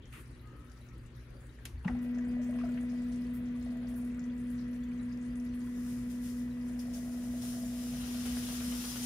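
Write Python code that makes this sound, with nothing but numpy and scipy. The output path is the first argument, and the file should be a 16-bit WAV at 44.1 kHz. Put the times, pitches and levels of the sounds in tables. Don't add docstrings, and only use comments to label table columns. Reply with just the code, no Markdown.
import sys
import numpy as np
from scipy import signal
from scipy.fft import rfft
from scipy.io import wavfile
from scipy.ndimage import uniform_filter1d

SR = 44100
rng = np.random.default_rng(int(sys.argv[2]) if len(sys.argv) > 2 else 0)


def convert_level_to_amplitude(level_db):
    exponent = np.asarray(level_db, float) / 20
    return 10 ** exponent


def materialize(psi):
    bounded = np.clip(np.atleast_2d(psi).T, -1, 1)
    quanta = np.round(bounded * 32767).astype(np.int16)
    wavfile.write(sys.argv[1], SR, quanta)


N = 399105
TIME = np.arange(N) / SR

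# pitch_hz, likeness (0 to 1)
SAME = [(60, 0.96), (130, 0.93), (290, 0.93), (640, 0.54), (1410, 0.25), (3100, 0.099), (6500, 0.1),
        (10000, 0.55)]
# pitch_hz, left_over_right_db
TILT = [(130, 1), (290, 1.5), (640, 1.0), (1410, 4), (3100, 5.5), (5500, 6), (8500, 2), (12000, -0.5)]
# time_s, distance_m
DISTANCE = [(0, 0.66), (2.55, 0.65), (3.7, 0.93), (9.05, 0.99)]
# time_s, turns_per_s
SPEED = [(1.9, 10.2), (3.0, 10.9), (6.3, 10.9), (7.0, 10.4), (7.64, 10.0), (8.0, 9.8), (8.257, 8.9),
         (8.4, 8.5), (9.05, 8.5)]


def evened(x):
    return x / np.sqrt(np.mean(x ** 2) + 1e-20)


def read(points, hz):
    f, value = np.transpose(points)
    return np.interp(np.log(hz + 1), np.log(f + 1), value)


def columns(rows):
    s, value = np.transpose(rows)
    return np.interp(TIME, s, value)


def banded(x, lo_hz, hi_hz):
    hz = np.fft.rfftfreq(N, 1 / SR)
    power = abs(rfft(x.mean(0))) ** 2 * (hz > lo_hz) * (hz < hi_hz)
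    return x / np.sqrt(2 * power.sum() / N ** 2)


def slow(top_hz):
    t = TIME[::64]
    rates = np.geomspace(top_hz / 8, top_hz, num=20)
    waves = sum(np.sin(2 * np.pi * (f * t + rng.random())) for f in rates)
    return np.interp(TIME, t, evened(waves))


def resonate(x, hz, width):
    r = np.exp(-np.pi * width / SR)
    return 2 * signal.lfilter([1 - r], [1, -r * np.exp(2j * np.pi * hz / SR)], x).real


def panned(x, pan_db):
    return np.array([x * convert_level_to_amplitude(pan_db / 2), x * convert_level_to_amplitude(-pan_db / 2)])


def add(mix, s, sound):
    part = mix[..., round(s * SR):][..., :sound.shape[-1]]
    part += sound[..., :part.shape[-1]]


def noise(spectrum, same, patchy_db, size=1024, lag=((0, 0), (1, 0)), splash=0.):
    frames, hz = 4 * N // size + 5, np.fft.rfftfreq(size, 1 / SR)
    a, b, c, d, patches, chance = rng.standard_normal((frames, len(hz), 6)).T
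    patches = uniform_filter1d(patches, size // 90, 0)
    patches = evened(uniform_filter1d(patches, 8000 // size, 1))
    drops = uniform_filter1d((chance > 2.9) * (1 + abs(c)), 15, 0)
    drops = uniform_filter1d(drops, 9, 0)
    drops = signal.lfilter([1], [1, -.85], drops, axis=1)
    like = np.clip(read(same, hz), -1, 1)[:, None]
    tilt = read(TILT, hz)[:, None]
    left = a + 1j * b
    right = like * left + np.sqrt(1 - like ** 2) * (c + 1j * d)
    turn = np.exp(1j * np.interp(hz, *np.transpose(lag)))[:, None]
    z = np.array([left * turn * convert_level_to_amplitude(tilt / 2), right * convert_level_to_amplitude(-tilt / 2)])
    z *= convert_level_to_amplitude(read(spectrum, hz)[:, None] + patchy_db * patches)
    z *= np.sqrt(1 + splash * drops / drops.mean())
    return signal.istft(z, nperseg=size, noverlap=size * 3 // 4)[1][:, :N]


def scuff(hz, width, count, like):
    raw = rng.standard_normal((2, count))
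    a, b = (evened(resonate(resonate(v, hz, width), hz, 1.3 * width)) for v in raw)
    shared = panned(a, read(TILT, hz)) * [[1], [like]]
    return shared + [[0], [np.sqrt(1 - min(like, 1) ** 2)]] * b


def grainy(per_s, spread_db):
    size = convert_level_to_amplitude(spread_db * np.minimum(rng.exponential(1, N), 5)) * (rng.random(N) < per_s / SR)
    power = signal.oaconvolve(size ** 2, np.exp(-TIME[:1500] / 0.012))[:N]
    return evened(np.sqrt(0.11 + power))


def running():
    start_s, spin_up_s = 1.855, 0.052
    return np.clip((TIME - start_s) / spin_up_s, 0, 1)


def load():
    free_speed, loaded_speed = 10.9, 8.5
    return np.clip((free_speed - columns(SPEED)) / (free_speed - loaded_speed), 0, 1)


def squeaks():
    # start_s, length_s, level_db, pitch_hz
    creaks = [
        (.37, 0.38, -65, 1235),
        (.66, .2, -75, 1290),
        (0.86, 0.13, -70, 1290),
    ]
    glide_hz_per_s, width_hz = 148, 32
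    out = np.zeros((2, N))
    fuzz = rng.standard_normal(N) + 1j * rng.standard_normal(N)
    fuzz = resonate(fuzz.real, 0, width_hz) + 1j * resonate(fuzz.imag, 0, width_hz)
    for s, length, db, hz in creaks:
        t = TIME[:round(length * SR)]
        tone = (fuzz[:len(t)] * np.exp(2j * np.pi * (hz * t + glide_hz_per_s * t ** 2 / 2))).real
        add(out, s, panned(convert_level_to_amplitude(db) * np.sin(np.pi * t / length) ** 1.2 * evened(tone), 7.0))
    return out


def room():
    # pitch_hz, level_db per Hz
    air = [(88, -29), (150, 5), (188, -14), (247, -4.5), (534, -16.5), (638, -21.5), (702, -26), (880, -23),
           (1810, -20.5), (3130, -29), (4610, -36), (5070, -54), (7000, -48), (9100, -80), (15400, -120)]
    # pitch_hz, level_db per Hz
    rumble = [(22, -22), (33, -15), (42, 12.5), (53, 11), (72, 5), (85, 8.5), (100, -0.5), (135, 6),
              (170, -13.5), (220, -35), (400, -72), (900, -130)]
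    # pitch_hz, level_db, wavering_db
    hum = [(59, -54.5, 1), (120.9, -56, 2.5), (242, -64, 0), (363, -75.5, 1), (1830, -85, 3)]
    out = convert_level_to_amplitude(-63) * banded(noise(air, SAME, 2.4), 311, 15000)
    out += convert_level_to_amplitude(-53.5) * evened(noise(rumble, SAME, 2.6, size=4096))
    for hz, db, waver_db in hum:
        tone = np.sin(2 * np.pi * (hz * TIME + rng.random()))
        out += panned(np.sqrt(2) * convert_level_to_amplitude(db + waver_db * slow(8.0)) * tone, 1.0)
    return out + squeaks()


def water():
    # pitch_hz, level_db per Hz
    trickle = [(2500, -16), (4500, 4), (6200, 3), (8000, -1), (10200, 4), (12000, -9), (14000, -3.5),
               (15500, -10)]
    # start_s, peak_db, centre_hz
    splashes = [(0.0553, -53.5, 6150), (0.413, -56, 11300), (0.6449, -56, 10000), (0.6968, -55, 5690),
                (0.8869, -54.5, 6020), (1.0605, -53.5, 7640), (1.1628, -55, 10800), (1.4541, -64, 9100),
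                (1.877, -50, 5910), (1.9081, -58, 5050), (1.9884, -55, 6350), (2.147, -54, 5660),
                (2.1839, -49, 6200), (2.2488, -53, 7310), (2.6898, -53, 8100), (3.6257, -50, 7320),
                (3.8716, -52, 5020), (3.895, -51, 10400), (4.0477, -49, 10400), (4.1934, -46.5, 6180),
                (4.2398, -51, 6060), (4.5027, -47.5, 10100), (4.8364, -53, 6710), (5.0295, -54, 7390),
                (5.2131, -53, 6650), (5.3554, -51, 6720), (5.3985, -51, 5900), (5.448, -50, 11400),
                (5.5453, -50, 11400), (5.5927, -50, 9160)]
    # start_s, peak_db, centre_hz
    specks = [(0.3064, -63, 9540), (0.4733, -62, 6240), (0.5945, -63, 9230), (0.7174, -54, 5680),
              (0.815, -65, 9760), (0.9802, -60, 9770), (1.3044, -62, 10200), (1.4686, -59, 9060),
              (2.0288, -54, 10200), (2.1126, -59, 13800), (2.2837, -57, 10100), (2.5097, -53, 9520),
              (2.7187, -56, 7040), (2.9194, -60, 5560), (3.1223, -59, 5500), (3.2685, -58, 9540),
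              (3.3488, -51, 13400), (3.4394, -64, 8750), (4.146, -58, 7390), (4.7127, -60, 11400),
              (4.7606, -59, 5660), (4.806, -62, 7050), (4.9916, -60, 5650), (5.1741, -58, 6160)]
    # start_s, peak_db, pitch_hz, left_over_right_db
    drips = [(0.3306, -58, 3920, 6.0), (0.395, -53, 3960, 6), (0.815, -55, 3880, 6), (.347, -62, 3900, 6),
             (.68, -61, 3720, 6), (.85, -59, 3900, 6), (.95, -64, 4750, 5), (.995, -61, 4700, 5),
             (1.065, -60, 2300, 5), (1.054, -58, 2730, 9), (1.1972, -58, 3970, 3.5),
             (1.3658, -56, 4670, 4.0), (1.4935, -57, 3830, 9), (1.7794, -58, 4400, 4.0),
             (2.289, -53, 4770, 7), (3.1724, -61, 2880, 4.5), (4.298, -53, 3360, 9), (4.8319, -55, 4500, 2),
             (4.995, -53.5, 3900, 9), (5.115, -54.5, 4800, 4.0), (5.62, -57, 4750, 4), (2.74, -54, 4500, 4),
             (3.265, -55, 4500, 4), (5.3028, -53, 4750, 2), (5.4894, -53, 5930, 1), (5.668, -48.5, 3300, 9),
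             (4.832, -53, 3400, 8), (6.5106, -52, 3900, 9)]
    still_db, stirred_db, loaded_db, ebb_db = -74, 5, -0.5, 1.5
    out = evened(noise(trickle, SAME, 2.2, size=256, splash=1.6))
    out *= convert_level_to_amplitude(still_db + stirred_db * running() + loaded_db * load() + ebb_db * slow(2.93))
    out *= grainy(70, 2.) ** .5
    t = TIME[:2500]
    for s, db, hz in splashes:
        add(out, s, scuff(hz, 1900, count=len(t), like=0.28) * convert_level_to_amplitude(db - 10 - 60 * t / 0.054))
    for s, db, hz in specks:
        shape = convert_level_to_amplitude(db - 7 - 60 * t / 0.019) + convert_level_to_amplitude(db - 17.5 - 60 * t / 0.11)
        add(out, s, scuff(hz, 3500, count=len(t), like=0.52) * shape)
    for s, db, hz, pan_db in drips:
        ring = np.sin(2 * np.pi * hz * t * (1 + .4 * t))
        ring = ring * convert_level_to_amplitude(db - 5 - 60 * t / .04) * (1 - np.exp(-t / .001))
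        ragged = 1 + 0.5 * evened(uniform_filter1d(rng.standard_normal(len(t)), size=90))
        add(out, s, panned(ring * ragged, pan_db))
    return out


def ticks():
    ticks_per_s, tick_db, fade_s = 26, -69, .018
    out, t = np.zeros((2, N)), TIME[:1500]
    for hz in np.geomspace(3300, 12000, num=7):
        train = convert_level_to_amplitude(3. * np.minimum(rng.exponential(1, N), 2)) * (rng.random(N) < ticks_per_s / 7 / SR)
        burst = scuff(hz, 0.14 * hz, count=len(t), like=0.76) * convert_level_to_amplitude(tick_db - 60 * t / fade_s)
        out += signal.oaconvolve(train[None], burst, axes=1)[:, :N]
    return out


def walls(x):
    taps, at = np.zeros(3000), rng.integers(40, 3000, 14)
    taps[at] = .28 * rng.choice([-1., 1.], len(at)) * convert_level_to_amplitude(-60 * at / SR / .3)
    taps[0] = 1
    return signal.oaconvolve(x, taps[None] / np.linalg.norm(taps), axes=1)[:, :N]


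def rustle():
    # start_s, level_db, length_s, centre_hz, width_hz
    rubs = [(0.124, -58.5, 0.066, 2200, 1300), (0.13, -62, 0.07, 1250, 400),
            (0.124, -63, 0.091, 10000, 5000), (2.016, -67, 0.036, 11100, 6000),
            (2.414, -65.5, 0.035, 6370, 3000), (3.332, -61.5, 0.043, 12200, 5000),
            (3.883, -66, 0.028, 10000, 6000), (3.955, -62, 0.03, 10300, 1600),
            (3.956, -62, .03, 13500, 4000), (4.04, -68, 0.04, 9700, 4000), (4.504, -72, 0.032, 12000, 5000),
            (1.298, -66, 0.15, 490, 200), (2.548, -71, .25, 2780, 1810), (2.851, -75, 1.1, 3300, 1400)]
    out, flutter = np.zeros((2, N)), grainy(1600, 1.6)
    for s, db, length, hz, width in rubs:
        t = TIME[:round((length + .06) * SR)]
        shape = np.clip(t / 0.003, 0, 1) * convert_level_to_amplitude(db - 420 * np.maximum(t - length, 0))
        add(out, s, scuff(hz, width, count=len(t), like=0.34) * shape)
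    return out * flutter


def mist():
    # pitch_hz, level_db per Hz
    jet_colour = [(2060, -11.5), (3500, -6), (4520, -7), (5280, -1.5), (6320, -2), (7160, -2), (8010, -4.5),
                  (9420, -2.5), (10500, -3), (11900, -8.5), (14400, -8), (15500, -4)]
    # pitch_hz, level_db per Hz
    spray_colour = [(470, -34), (800, 4), (872, -6.5), (1310, -0.5), (1440, -5), (1560, -1), (2300, -3.5),
                    (3110, 1.5), (4500, -3), (5850, -2), (9900, -120)]
    # pitch_hz, likeness (0 to 1)
    jet_same = [(600, 0.14), (2000, 0.26), (5000, 0.25), (8000, 0.38), (11000, 0.68), (15000, 1)]
    # pitch_hz, left_lead_radians
    jet_lag = [(0, 0), (600, .3), (1380, -1.5), (2760, -5.7), (4570, -11.3), (6630, -17), (7900, -16.5),
               (9800, -6 * np.pi), (13200, -6 * np.pi), (15800, -21.6)]
    # time_s, level_db
    flow = [(5.55, -76), (5.9, -59), (6.05, -66.5), (6.6, -73.5), (7.05, -62.5), (7.35, -58), (7.73, -56.5),
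            (8.45, -49.5), (9.05, -46.5)]
    # start_s, peak_db, rise_s, hold_s, fade_by_60_db_s
    spurts = [(6.097, -60, .004, 0.018, .3), (6.206, -58, 0.04, 0.092, 0.41),
              (6.364, -68.5, .01, 0.058, 0.2), (6.673, -64, .015, 0.02, 0.17),
              (6.79, -56, .002, 0.011, 0.27), (6.924, -54.5, 0.021, 0.041, 0.3),
              (7.413, -51.5, .01, 0.039, 1.1), (7.777, -61, .03, 0.15, 0.81), (8.257, -51, .003, .01, .23),
              (8.487, -53, .005, .02, .2), (8.6, -56, .005, .02, .2), (8.95, -54, .005, .02, .2)]
    spray_db, spray_steep, full_flow_db, gush_spray_db = -51.5, 3.3, -53, -13
    flow_db, opened = columns(flow), TIME > flow[0][0]
    bursts, t = np.zeros(N), TIME[:SR]
    for s, peak_db, rise, hold, t60 in spurts:
        fade_db = 60 * np.maximum(t - hold, 0) / t60
        add(bursts, s, np.minimum(t / rise, 1) * convert_level_to_amplitude(peak_db - fade_db))
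    coarse = convert_level_to_amplitude(spray_db + spray_steep * np.minimum(flow_db - full_flow_db, 0))
    jet = banded(noise(jet_colour, jet_same, 1.6, size=256, lag=jet_lag), 2300, 17000)
    spray = banded(noise(spray_colour, jet_same, 1.4, size=512, lag=jet_lag), 880, 5300)
    hiss = np.hypot(convert_level_to_amplitude(flow_db), bursts) * jet * grainy(970, 0.5)
    return opened * (hiss + np.hypot(convert_level_to_amplitude(-3.5) * coarse, convert_level_to_amplitude(gush_spray_db) * bursts) * spray)


def switch():
    # start_s, peak_db, fade_by_60_db_s, centre_hz,
    # width_hz
    clicks = [(1.6527, -36.5, 0.034, 10300, 3500), (1.6532, -39, 0.031, 5800, 2200),
              (1.6535, -36.5, 0.046, 2210, 1800), (1.846, -43, 0.23, 840, 960),
              (1.878, -36, 0.09, 1100, 900), (1.66, -52, .16, 3500, 4000), (1.586, -53, 0.06, 1750, 470),
              (2.6, -50, .05, 1500, 500), (0.023, -59.5, 0.37, 3170, 574), (6.791, -46, 0.06, 5230, 700),
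              (6.936, -52, 0.14, 6000, 1500)]
    # start_s, peak_db, pitch_hz, rise_s, fade_by_60_db_s
    jolts = [
        (1.703, -45, 80, 0.0081, 0.075),
        (1.73, -34, 71.3, 0.011, 0.22),
        (1.762, -31, 67.6, 0.015, 0.15),
        (1.85, -22.5, 183, 0.0104, 0.088),
        (1.90, -32.5, 60, 0.016, 0.27),
        (8.001, -39, 59, .03, 0.27),
        (7.88, -44, 142, 0.06, 0.62),
        (8.3, -35.5, 61.4, 0.025, 0.29),
        (8.55, -44, 69, 0.049, 0.85),
    ]
    out, t = np.zeros((2, N)), TIME[:12000]
    for s, db, t60, hz, width in clicks:
        shape = convert_level_to_amplitude(db - 7.0 - 60 * t / t60) + convert_level_to_amplitude(db - 24.0 - 60 * t / 0.3)
        add(out, s, scuff(hz, width, count=len(t), like=0.51) * shape * (1 - np.exp(-t / 0.00022)))
    for s, db, hz, rise, t60 in jolts:
        shape = np.clip(t / rise, 0, 1) ** 2 * convert_level_to_amplitude(db - 60 * np.maximum(t - rise, 0) / t60)
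        add(out, s, panned(shape * np.sin(2 * np.pi * hz * (t - rise + 0.15 / hz)), 1.0))
    return out


def knocks():
    # start_s, peak_db, pitch_hz, hold_s
    fittings = [(1.844, -48, 880, .008), (1.845, -54, 2650, .006), (1.879, -41, 850, .008),
                (1.895, -48, 750, .015), (1.915, -55, 1500, 0.0086), (1.878, -42, 1880, 0.0075),
                (1.948, -52, 800, .008), (2.6, -56.5, 2300, .012), (2.648, -54, 1310, .015),
                (2.55, -59, 1500, .012), (2.183, -51, 1790, .008), (2.33, -57, 1700, .008),
                (2.392, -48, 605, .014), (2.49, -45, 595, 0.011), (2.527, -55, 1100, .006),
                (2.54, -50, 650, .01), (2.536, -61, 2830, 0.0054), (2.585, -50, 1080, .006),
                (2.586, -55, 2480, 0.0049), (2.587, -54, 1600, .005), (2.612, -49, 1200, 0.0061),
                (2.633, -51, 1420, .007), (2.637, -40.5, 680, 0.0082), (2.66, -49, 640, .012),
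                (2.685, -53.5, 1460, .01), (2.686, -51, 600, .008), (2.769, -52, 1530, .008),
                (2.772, -56, 2630, .008), (2.777, -56, 1830, .01), (3.55, -58, 1140, .01),
                (4.18, -56, 1480, 0.0092), (4.099, -64, 2360, .01), (4.91, -63, 2340, .01),
                (5.1, -59, 1670, .01), (5.535, -62, 2690, .01), (5.64, -60, 1050, .012),
                (5.67, -57, 1490, .008), (5.68, -59, 1020, .012), (8.03, -52, 1420, .006)]
    rise_s, fade_s, clean_hz = 0.0021, 0.043, 800
    out, t = np.zeros((2, N)), TIME[:3000]
    for s, db, hz, hold in fittings:
        shape = np.minimum(t / rise_s, 1) * convert_level_to_amplitude(db - 60 * np.maximum(t - hold, 0) / fade_s)
        clean = min(clean_hz / hz, 1)
        ring = panned(np.sin(2 * np.pi * hz * t), read(TILT, hz))
        scrape = scuff(hz, .3 * hz, count=len(t), like=.4)
        add(out, s, shape * (clean * ring + (1.1 - clean) * scrape))
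    return out


def whine():
    # multiple, level_db, wavering_db
    multiples = [(1, 1, 0.6), (2, -25, 1.), (3, -42, 2.), (4, -38, 1.5), (5, -44, 1.5), (7, -39, 2.5),
                 (8, -32, 2.5), (9, -38, 1.5), (10, -38, 1.5), (11, -45, 1.5), (12, -49, 1.5)]
    chop_hz = 244.15
    whine_db, sway_db = -39, 1.2
    far_pan_db, near_pan_db = .45, 4.
    metres, out = columns(DISTANCE), 0
    near = running() * convert_level_to_amplitude(whine_db + sway_db * load() ** .5 * slow(3.5)) / metres
    for order, rel_db, waver_db in multiples:
        level = convert_level_to_amplitude(rel_db + waver_db * slow(30.)) / metres ** (0.048 * order)
        phase = 2 * np.pi * (round(order) * chop_hz * TIME + rng.random())
        apart = 0.1 * order
        out = out + level * np.array([np.sin(phase + apart), np.sin(phase - apart)])
    pan_db = far_pan_db + near_pan_db * (metres[-1] - metres)
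    return np.sqrt(2) * near * out * convert_level_to_amplitude(np.outer([.5, -.5], pan_db))


def count_strokes():
    strokes = np.cumsum(6 * columns(SPEED)) / SR
    return strokes - strokes[round(8.255 * SR)]


def piston_knock(strokes):
    light_db = [-5., -7., 0., -6., -8., -6.]
    heavy_db = [0., -7., -2.5, -6., -8., -5.]
    # pitch_hz, width_hz, level_db
    tub = [(483, 35, -4), (592, 60, 10), (656, 30, 12), (705, 60, 6)]
    shift_load, jitter_s = .3, .0016
    at = np.flatnonzero(np.diff(np.floor(strokes))) + 1
    piston = np.floor(strokes[at]).astype(int) % 6
    shift = np.clip(load()[at] / shift_load, 0, 1) ** 4
    stroke_db = (1 - shift) * np.take(light_db, piston) + shift * np.take(heavy_db, piston)
    uneven = 1.3 + .3 * load()
    early = np.round(jitter_s * SR * rng.standard_normal(len(at))).astype(int).clip(-300, 0)
    blows = np.zeros(N)
    blows[at + early] = convert_level_to_amplitude(uneven[at] * stroke_db + rng.uniform(-2.2, 2.2, len(at)))
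    scuffs = signal.oaconvolve(blows, np.exp(-TIME[:900] / 0.0071))[:N] * rng.standard_normal((2, N))
    drive = evened(blows) + .55 * evened(scuffs)
    ring = [sum(convert_level_to_amplitude(db) * evened(resonate(resonate(d, hz, w), hz, 2.6 * w)) for hz, w, db in tub)
            for d in drive]
    return np.array([ring[0], 0.1 * ring[0] + 0.87 * ring[1]])


def valve_rattle(strokes):
    slap_db, slap_strokes = -2, .5
    since = strokes % 6
    rattle = scuff(1410, 870, count=N, like=0.48) + 0.89 * scuff(470, 230, count=N, like=0.53)
    rattle *= evened(np.exp(-since / 2.0))
    slap = scuff(2200, 2500, count=N, like=0.41) * evened(np.exp(-since / slap_strokes))
    return rattle + convert_level_to_amplitude(slap_db) * slap


def housing_throb(strokes):
    # pitch_hz, level_db per Hz
    body = [(110, -30), (140, -14), (168, -6), (184, -2), (198, -11), (215, 1), (229, -7), (258, -6),
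            (280, -16), (320, -18), (360, -15), (400, -23), (550, -22), (740, -32), (860, -37), (1000, -30),
            (1950, -25.5), (2200, -38), (2700, -35), (3500, -39), (4200, -48), (6000, -60)]
    throb = 1 + 0.25 * np.cos(2 * np.pi * strokes)
    return banded(noise(body, SAME, 1.43, size=4096) * throb, 143, 231)


def pistons():
    priming_db, primed_s, settle_db_per_s = -59.5, 2.72, 18
    pocket_s, pocket_length_s, pocket_db = 3.55, 0.6, -60
    knock_db, knock_rise_db, knock_load, knock_damp_db = -74, 17.5, 0.18, 4
    valve_db, valve_rise_db, valve_load = -84, 22, 0.78
    housing_db, housing_load_db = -51.5, 1.5
    strokes, pressure = count_strokes(), load()
    priming = convert_level_to_amplitude(priming_db - settle_db_per_s * np.maximum(TIME - primed_s, 0))
    pocket = np.sin(np.pi * np.clip((TIME - pocket_s) / pocket_length_s, 0, 1))
    priming = priming + convert_level_to_amplitude(pocket_db) * pocket
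    rise_db = knock_rise_db * np.minimum(pressure / knock_load, 1)
    working = convert_level_to_amplitude(knock_db + rise_db - knock_damp_db * pressure) * (TIME > primed_s)
    valve = convert_level_to_amplitude(valve_db + valve_rise_db * np.minimum(pressure / valve_load, 1))
    housing = convert_level_to_amplitude(housing_db + housing_load_db * pressure - 3.5) / columns(DISTANCE) ** 0.7
    knock = np.hypot(priming, working) * convert_level_to_amplitude(-1.5) * evened(piston_knock(strokes))
    return running() * (knock + valve * valve_rattle(strokes) + housing * housing_throb(strokes))


def scene():
    wet = walls(water() + mist() + (.35 + .55 * running()) * ticks())
    return room() + wet + rustle() + switch() + knocks() + whine() + pistons()


def roll_off(x):
    return signal.sosfilt(signal.butter(12, 16190, fs=SR, output="sos"), x)


def record(dry):
    cut = signal.sosfilt(signal.butter(2, 34., "high", fs=SR, output="sos"), dry)
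    edge = signal.firwin(511, 15720, window=("kaiser", 9), fs=SR)
    mix = signal.oaconvolve(cut, edge[None], "same")
    return roll_off(mix)


dry = scene()
out = record(dry)
materialize(out)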